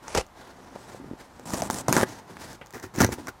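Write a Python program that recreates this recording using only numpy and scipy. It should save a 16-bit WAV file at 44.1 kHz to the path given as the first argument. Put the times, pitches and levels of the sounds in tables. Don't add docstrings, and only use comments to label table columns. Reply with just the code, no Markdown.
import sys
import numpy as np
from scipy import signal
from scipy.io import wavfile

SR = 44100
rng = np.random.default_rng(int(sys.argv[2]) if len(sys.argv) > 2 else 0)


def to_wav(s):
    ch = np.atleast_2d(s).T
    pcm = np.round(np.clip(ch, -1, 1) * 32767)
    wavfile.write(sys.argv[1], SR, pcm.astype(np.int16))


N = 149940


def amp(db):
    return 10 ** (np.asarray(db) / 20)


def unit(x):
    return x / np.sqrt(np.mean(x ** 2) + 1e-20)


def curve_at(points, hz):
    point_hz, values = np.transpose(points)
    return np.interp(np.log(hz + 1), np.log(point_hz + 1), values)


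def add(mix, start_s, sound):
    part = mix[max(round(start_s * SR), 0):][:len(sound)]
    part += sound[:len(part)]


def colour(x, eq, bass_db=0, treble_db=0, bass_hz=330, treble_hz=2900, size=2048):
    hz = abs(np.fft.fftfreq(size, 1 / SR))
    shelves_db = bass_db / (1 + (hz / bass_hz) ** 4) + treble_db / (1 + (treble_hz / (hz + 1)) ** 4)
    log_gain = np.log(unit(amp(curve_at(eq, hz))) * amp(shelves_db))
    impulse = np.fft.ifft(np.exp(np.conj(signal.hilbert(log_gain)))).real
    return signal.fftconvolve(x, impulse[:size // 2])


def wander(t, per_s):
    knots = np.arange(0, t[-1] + 2 / per_s, 1 / per_s)
    return np.interp(t, knots, np.resize(rng.standard_normal(512), len(knots)))


def rasp(x, hz, db, relative_width=0.1, drift_octaves=0.14):
    path_hz = hz * 2 ** (drift_octaves * wander(np.arange(len(x)) / SR, per_s=58.6))
    carrier = np.exp(2j * np.pi * np.cumsum(path_hz) / SR)
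    pole = np.exp(-np.pi * relative_width * hz / SR)
    resonance = 2 * (carrier * signal.lfilter([1 - pole], [1, -pole], x / carrier)).real
    return x + amp(db) * resonance


def friction(strokes, eq, breaks_per_s, spread_db, slip_db, slips_per_s, hiss, rasp_db,
             attack_s=0.0012, release_s=0.0031, ease_per_db=0, firm_db=-28):
    out = np.zeros(N)
    breaking = rng.random(N) < breaks_per_s / SR
    sizes = amp(spread_db * np.minimum(rng.exponential(1, N), 4))
    signs = rng.choice([-1, 1], N)
    grain = unit(breaking * signs * sizes) + hiss * rng.standard_normal(N)
    for start_s, length_s, level_db, swell_db, bass_db, treble_db, rasp_hz in strokes:
        ease = 1 + ease_per_db * max(firm_db - level_db, 0)
        t = np.arange(0, length_s + 5 * release_s * ease, 1 / SR)
        stick_slip = amp(slip_db * wander(t, slips_per_s))
        drive = unit(np.roll(grain, -round(start_s * SR))[:len(t)] * stick_slip)
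        fade_in = np.minimum(t / (attack_s * ease), 1)
        fade_out = np.exp(-np.maximum(t - length_s, 0) / (release_s * ease))
        level = amp(level_db + swell_db * (np.minimum(t / length_s, 1) - 0.5))
        stroke = colour(drive * fade_in * fade_out * level, eq, bass_db, treble_db)
        add(out, start_s, rasp(stroke, rasp_hz, rasp_db))
    return out


def flex(hz, cycles, low_cut_hz=127):
    t = np.arange(SR // 20) / SR
    swing = np.sin(2 * np.pi * hz * t) * np.exp(-hz * t / cycles)
    return signal.lfilter(*signal.butter(1, low_cut_hz, "high", fs=SR), swing)


def crack(eq, decay_s, splinter_db):
    t = np.arange(SR // 20) / SR
    burst = amp(splinter_db) * rng.standard_normal(len(t)) * np.exp(-t / decay_s)
    burst[0] += 1
    return colour(burst / np.linalg.norm(burst), eq)


# frequency_hz, relative_db
AIR_EQ = [(15, -40), (25, 3), (120, 0), (463, -6.5), (887, -0.5), (2610, -19), (6210, -23.5), (14800, -33),
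          (16000, -53)]

def room_tone(level_db=-53):
    return amp(level_db) * unit(colour(rng.standard_normal(N), AIR_EQ)[:N])


# start_s, length_s, level_db, swell_db, bass_db, treble_db, rasp_hz
RUBS = [(.01, 0.24, -48, -3, -11, -3, 950), (.34, 0.17, -46.5, 4, -9, -4.5, 3780),
        (.51, 0.25, -50, 3, -3.5, -6, 5940), (.75, 0.23, -48, 6, -4.5, -1, 7740),
        (.985, 0.17, -51.5, -1, 6.5, -7, 304), (1.17, 0.081, -47.5, -3, -9, 0, 1850),
        (1.25, .19, -55.5, 9.5, 1, -3.5, 7900), (1.67, 0.66, -49.5, -14, 0, -6.5, 900),
        (2.055, 0.14, -44.5, -6, -9, 1.5, 6400), (2.26, 0.13, -51, 4, 3, 0.5, 1010),
        (2.385, 0.17, -47, 1, 1, 4.5, 1580), (2.395, 0.13, -52, -13.5, -19, 2.5, 1630),
        (3.14, 0.14, -52, 7, 5.5, 2, 335), (3.175, 0.023, -37.5, -5, -7, -6, 9400)]
# frequency_hz, relative_db
RUB_EQ = [(18, -46), (30, -5), (103, 2), (273, 4.5), (554, -3.5), (913, -3.5), (1220, -10), (1670, -8),
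          (2610, -16.5), (5590, -16), (10200, -23.5), (16000, -32.5)]

def hand_rubs():
    return friction(RUBS, RUB_EQ, breaks_per_s=4000, spread_db=2.5, slip_db=2.23, slips_per_s=81.2,
                    hiss=1.23, rasp_db=0, attack_s=0.023, release_s=0.0093)


# start_s, length_s, level_db, swell_db, bass_db, treble_db, rasp_hz
STABS = [(.076, 0.095, -41, 4, -3, -2.5, 9800), (.147, 0.065, -30, -5, -1.5, -0.5, 610),
         (.172, 0.012, -25, -6, -1, -0.5, 2250)]
# frequency_hz, relative_db
STAB_EQ = [(18, -39), (30, 1.5), (81, -3.5), (150, -15), (230, -15.5), (310, -11), (450, -8.5), (822, -9.5),
           (1350, -15.5), (1500, -20), (2300, -16), (3670, -25), (5310, -18.5), (10200, -28.5),
           (16000, -55)]

def blade_stabs():
    return friction(STABS, STAB_EQ, breaks_per_s=2800, spread_db=3.5, slip_db=2, slips_per_s=223,
                    hiss=0.49, rasp_db=0.5)


# start_s, crack_db, thump_db, thump_hz, hollow_db, hollow_hz
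SNAPS = [(0.0816, -16.5, -30, 710, -30, 885), (0.1507, -6, -21, 520, -15, 514),
         (.1622, -26, -15, 640, -21, 750), (.1745, -11, -12, 626, -16, 860),
         (0.1769, -3, -23, 405, -18, 2300), (.181, -19, -21, 490, -8, 515),
         (1.536, -9, -12.5, 226, -29, 895), (1.5427, -9.5, -23, 332, -18, 667),
         (1.6207, -8, -12, 605, -12.5, 580), (1.701, -2, -16.5, 282, -19.5, 832),
         (1.8836, -4.5, -7, 506, -7, 960), (1.9269, 8.5, -13, 446, -12, 2100),
         (1.966, 1, -5.5, 338, -6, 1720), (1.983, -9, -11, 420, -12.5, 1400),
         (2.012, -4.5, -17, 500, -14, 1530), (2.0315, -4.5, -3.5, 434, -8.5, 1640),
         (2.3691, -26, -26, 1090, -29.5, 1960), (3.0052, -25, -8, 223, -14.5, 1490),
         (3.0111, -1, -21, 436, -17, 1640), (3.0182, 0, -12, 407, -11, 1000),
         (3.0466, 3, -8, 346, -17, 1980), (3.271, -13, -26, 1320, -23.5, 1260)]
# frequency_hz, relative_db
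CRACK_EQ = [(100, -30), (700, 5), (1700, 1.5), (3100, -10), (4500, -5.5), (6000, 5), (9000, -9.5),
            (12000, -7.5), (16000, -24)]

def board_snaps(rebound_s=0.00665, rebound_db=-15, crunch_s=0.004):
    out = np.zeros(N)
    t = np.arange(SR // 20) / SR
    for start_s, crack_db, thump_db, thump_hz, hollow_db, hollow_hz in SNAPS:
        add(out, start_s, amp(crack_db) * crack(CRACK_EQ, decay_s=0.00061, splinter_db=-4))
        thump = amp(thump_db) * flex(thump_hz, cycles=0.61)
        add(out, start_s, -thump)
        add(out, start_s + rebound_s, amp(rebound_db) * thump)
        cavity = flex(hollow_hz, cycles=1.34)
        collapse = rng.standard_normal(len(t)) * np.exp(-t / crunch_s)
        crunch = signal.fftconvolve(collapse, cavity)
        add(out, start_s, amp(hollow_db) * np.linalg.norm(cavity) * crunch / np.linalg.norm(crunch))
    return out


# start_s, level_db
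TICKS = [(0.266, -31.5), (1.3965, -25), (1.7091, -7.5), (1.7445, -11.5), (2.531, -23), (2.6616, -27),
         (2.67, -29), (2.707, -24), (2.727, -26), (2.7992, -24), (2.8287, -22.5), (2.9611, -16),
         (2.9893, -9.5), (3.066, -14), (3.282, -22)]
# frequency_hz, relative_db
TICK_EQ = [(100, -11), (1500, 1), (3000, -11), (6500, 5.5), (10000, -10.5), (16000, -9)]

def tape_ticks():
    out = np.zeros(N)
    for start_s, level_db in TICKS:
        add(out, start_s, amp(level_db) * crack(TICK_EQ, decay_s=0.0013, splinter_db=-18))
    return out


# start_s, level_db, pitch_hz
BUMPS = [(0.7602, -21, 630), (0.9471, -25, 523), (1, -28, 300), (1.011, -31.5, 260), (1.044, -29.5, 363),
         (1.1122, -20, 276), (1.1346, -21.5, 310), (1.397, -29, 500), (1.606, -22.5, 190),
         (1.8907, -10.5, 284), (1.9109, -12.5, 274), (2.768, -27.5, 412), (2.983, -12.5, 220),
         (3.035, -25, 307), (3.0367, -11, 336), (3.0903, -14, 450), (3.1846, -26, 420)]

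def finger_bumps():
    out = np.zeros(N)
    for start_s, level_db, pitch_hz in BUMPS:
        add(out, start_s, amp(level_db) * flex(pitch_hz, cycles=0.72))
    return out


# start_s, length_s, level_db, swell_db, bass_db, treble_db, rasp_hz
CUTS = [(1.454, 0.083, -39, 7.5, 2.5, 0.5, 7100), (1.536, 0.072, -34, 0.5, -1, -1, 7600),
        (1.619, 0.063, -36.5, -7.5, 2, -2.5, 8000), (1.702, 0.11, -38, 1.5, -1.5, 3.5, 8300),
        (1.881, 0.054, -32.5, -13.5, 5, -1.5, 1410), (1.928, 0.032, -25.5, -2, -1, 1, 1860),
        (1.967, 0.071, -25.5, -2.5, 1.5, -1, 1650)]
# frequency_hz, relative_db
CUT_EQ = [(18, -46), (30, -7.5), (204, 4.5), (415, -1), (937, 1), (1190, -4.5), (1670, -10), (2480, -15),
          (4300, -16), (5450, -12.5), (9460, -14.5), (13300, -23), (16000, -27)]

def blade_cuts():
    return friction(CUTS, CUT_EQ, breaks_per_s=2500, spread_db=3, slip_db=1, slips_per_s=212,
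                    hiss=0.54, rasp_db=3, ease_per_db=0.024)


# start_s, level_db, t60_s
CLACK = (2.613, -36.5, 0.084)
# frequency_hz, relative_db
CLACK_EQ = [(100, 2.5), (600, 6), (1600, 2), (3100, -2.5), (4500, -22), (16000, -36)]

def flap_clack():
    out = np.zeros(N)
    start_s, level_db, t60_s = CLACK
    t = np.arange(SR // 10) / SR
    burst = amp(level_db) * rng.standard_normal(len(t)) * np.exp(-np.log(1000) * t / t60_s)
    add(out, start_s, colour(burst, CLACK_EQ))
    return out


# start_s, length_s, level_db, swell_db, bass_db, treble_db, rasp_hz
TEARS = [(2.733, 0.083, -40.5, -18.5, -10.5, -3, 1650), (2.823, 0.021, -38, 5.5, -2.5, -1, 1790),
         (2.936, 0.047, -37, 7, -3.5, -2, 5960), (2.982, 0.025, -28, 11, -9.5, -5, 1810),
         (3.003, .047, -18.5, -6.5, -1, -2, 1640), (3.05, 0.071, -38, -2, 1.5, -4, 6230),
         (3.119, 0.023, -31.5, -3.5, -8.5, 0.5, 10400), (3.281, 0.018, -30.5, -14.5, -13, -4, 1340)]
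# frequency_hz, relative_db
TEAR_EQ = [(18, -61), (30, -14), (100, 5.5), (165, -3.5), (260, 1), (380, -0.5), (569, -14), (850, -9.5),
           (1250, -14.5), (1910, -14.5), (3200, -25.5), (5740, -19.5), (9220, -27), (16000, -28.5)]

def flap_tears():
    return friction(TEARS, TEAR_EQ, breaks_per_s=1900, spread_db=1, slip_db=-0.5, slips_per_s=223,
                    hiss=0.42, rasp_db=4, ease_per_db=0.43)


# pitch_hz, relative_db, t60_s
PANEL_MODES = [(117.4, -40.5, 0.36), (197.5, -35, 0.2), (246, -33, 0.11), (373, -32, 0.13),
               (649, -33, 0.12), (890, -32.5, 0.087), (1407, -25, 0.035)]

def box_ring(x, ring_db=-27):
    t = np.arange(SR // 4) / SR
    ring = sum(amp(db) * np.cos(2 * np.pi * hz * t) * np.exp(-np.log(1000) * t / t60_s)
               for hz, db, t60_s in PANEL_MODES)
    return x + amp(ring_db) * signal.fftconvolve(x, ring)[:N]


# frequency_hz, t60_s
ROOM_DECAY = [(100, 0.067), (500, 0.052), (2000, 0.16), (8000, 0.11), (16000, 0.086)]

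def room_reverb(x, wet_db=-16.5, predelay_s=0.0018):
    hz, t, noise = signal.stft(rng.standard_normal(SR // 2), SR, nperseg=128)
    decay = np.exp(-np.log(1000) * t / curve_at(ROOM_DECAY, hz)[:, None])
    tail = signal.istft(noise * decay, SR)[1]
    tail *= np.arange(len(tail)) / SR > predelay_s
    return x + amp(wet_db) * signal.fftconvolve(x, tail / np.linalg.norm(tail))[:N]


def scene():
    scrapes = blade_stabs() + blade_cuts() + flap_tears() + hand_rubs()
    air = room_tone()
    hits = board_snaps() + tape_ticks() + finger_bumps() + flap_clack()
    return (room_reverb(box_ring(scrapes + hits)) + air)[None]


def record(dry, ceiling=0.62, high_cut_hz=16050):
    rounded = dry / (1 + (dry / ceiling) ** 4) ** (1 / 4)
    lowpass = signal.firwin(301, high_cut_hz, window=("kaiser", 9), fs=SR)
    return signal.oaconvolve(rounded, lowpass[None], "same")


dry = scene()
out = record(dry)
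to_wav(out)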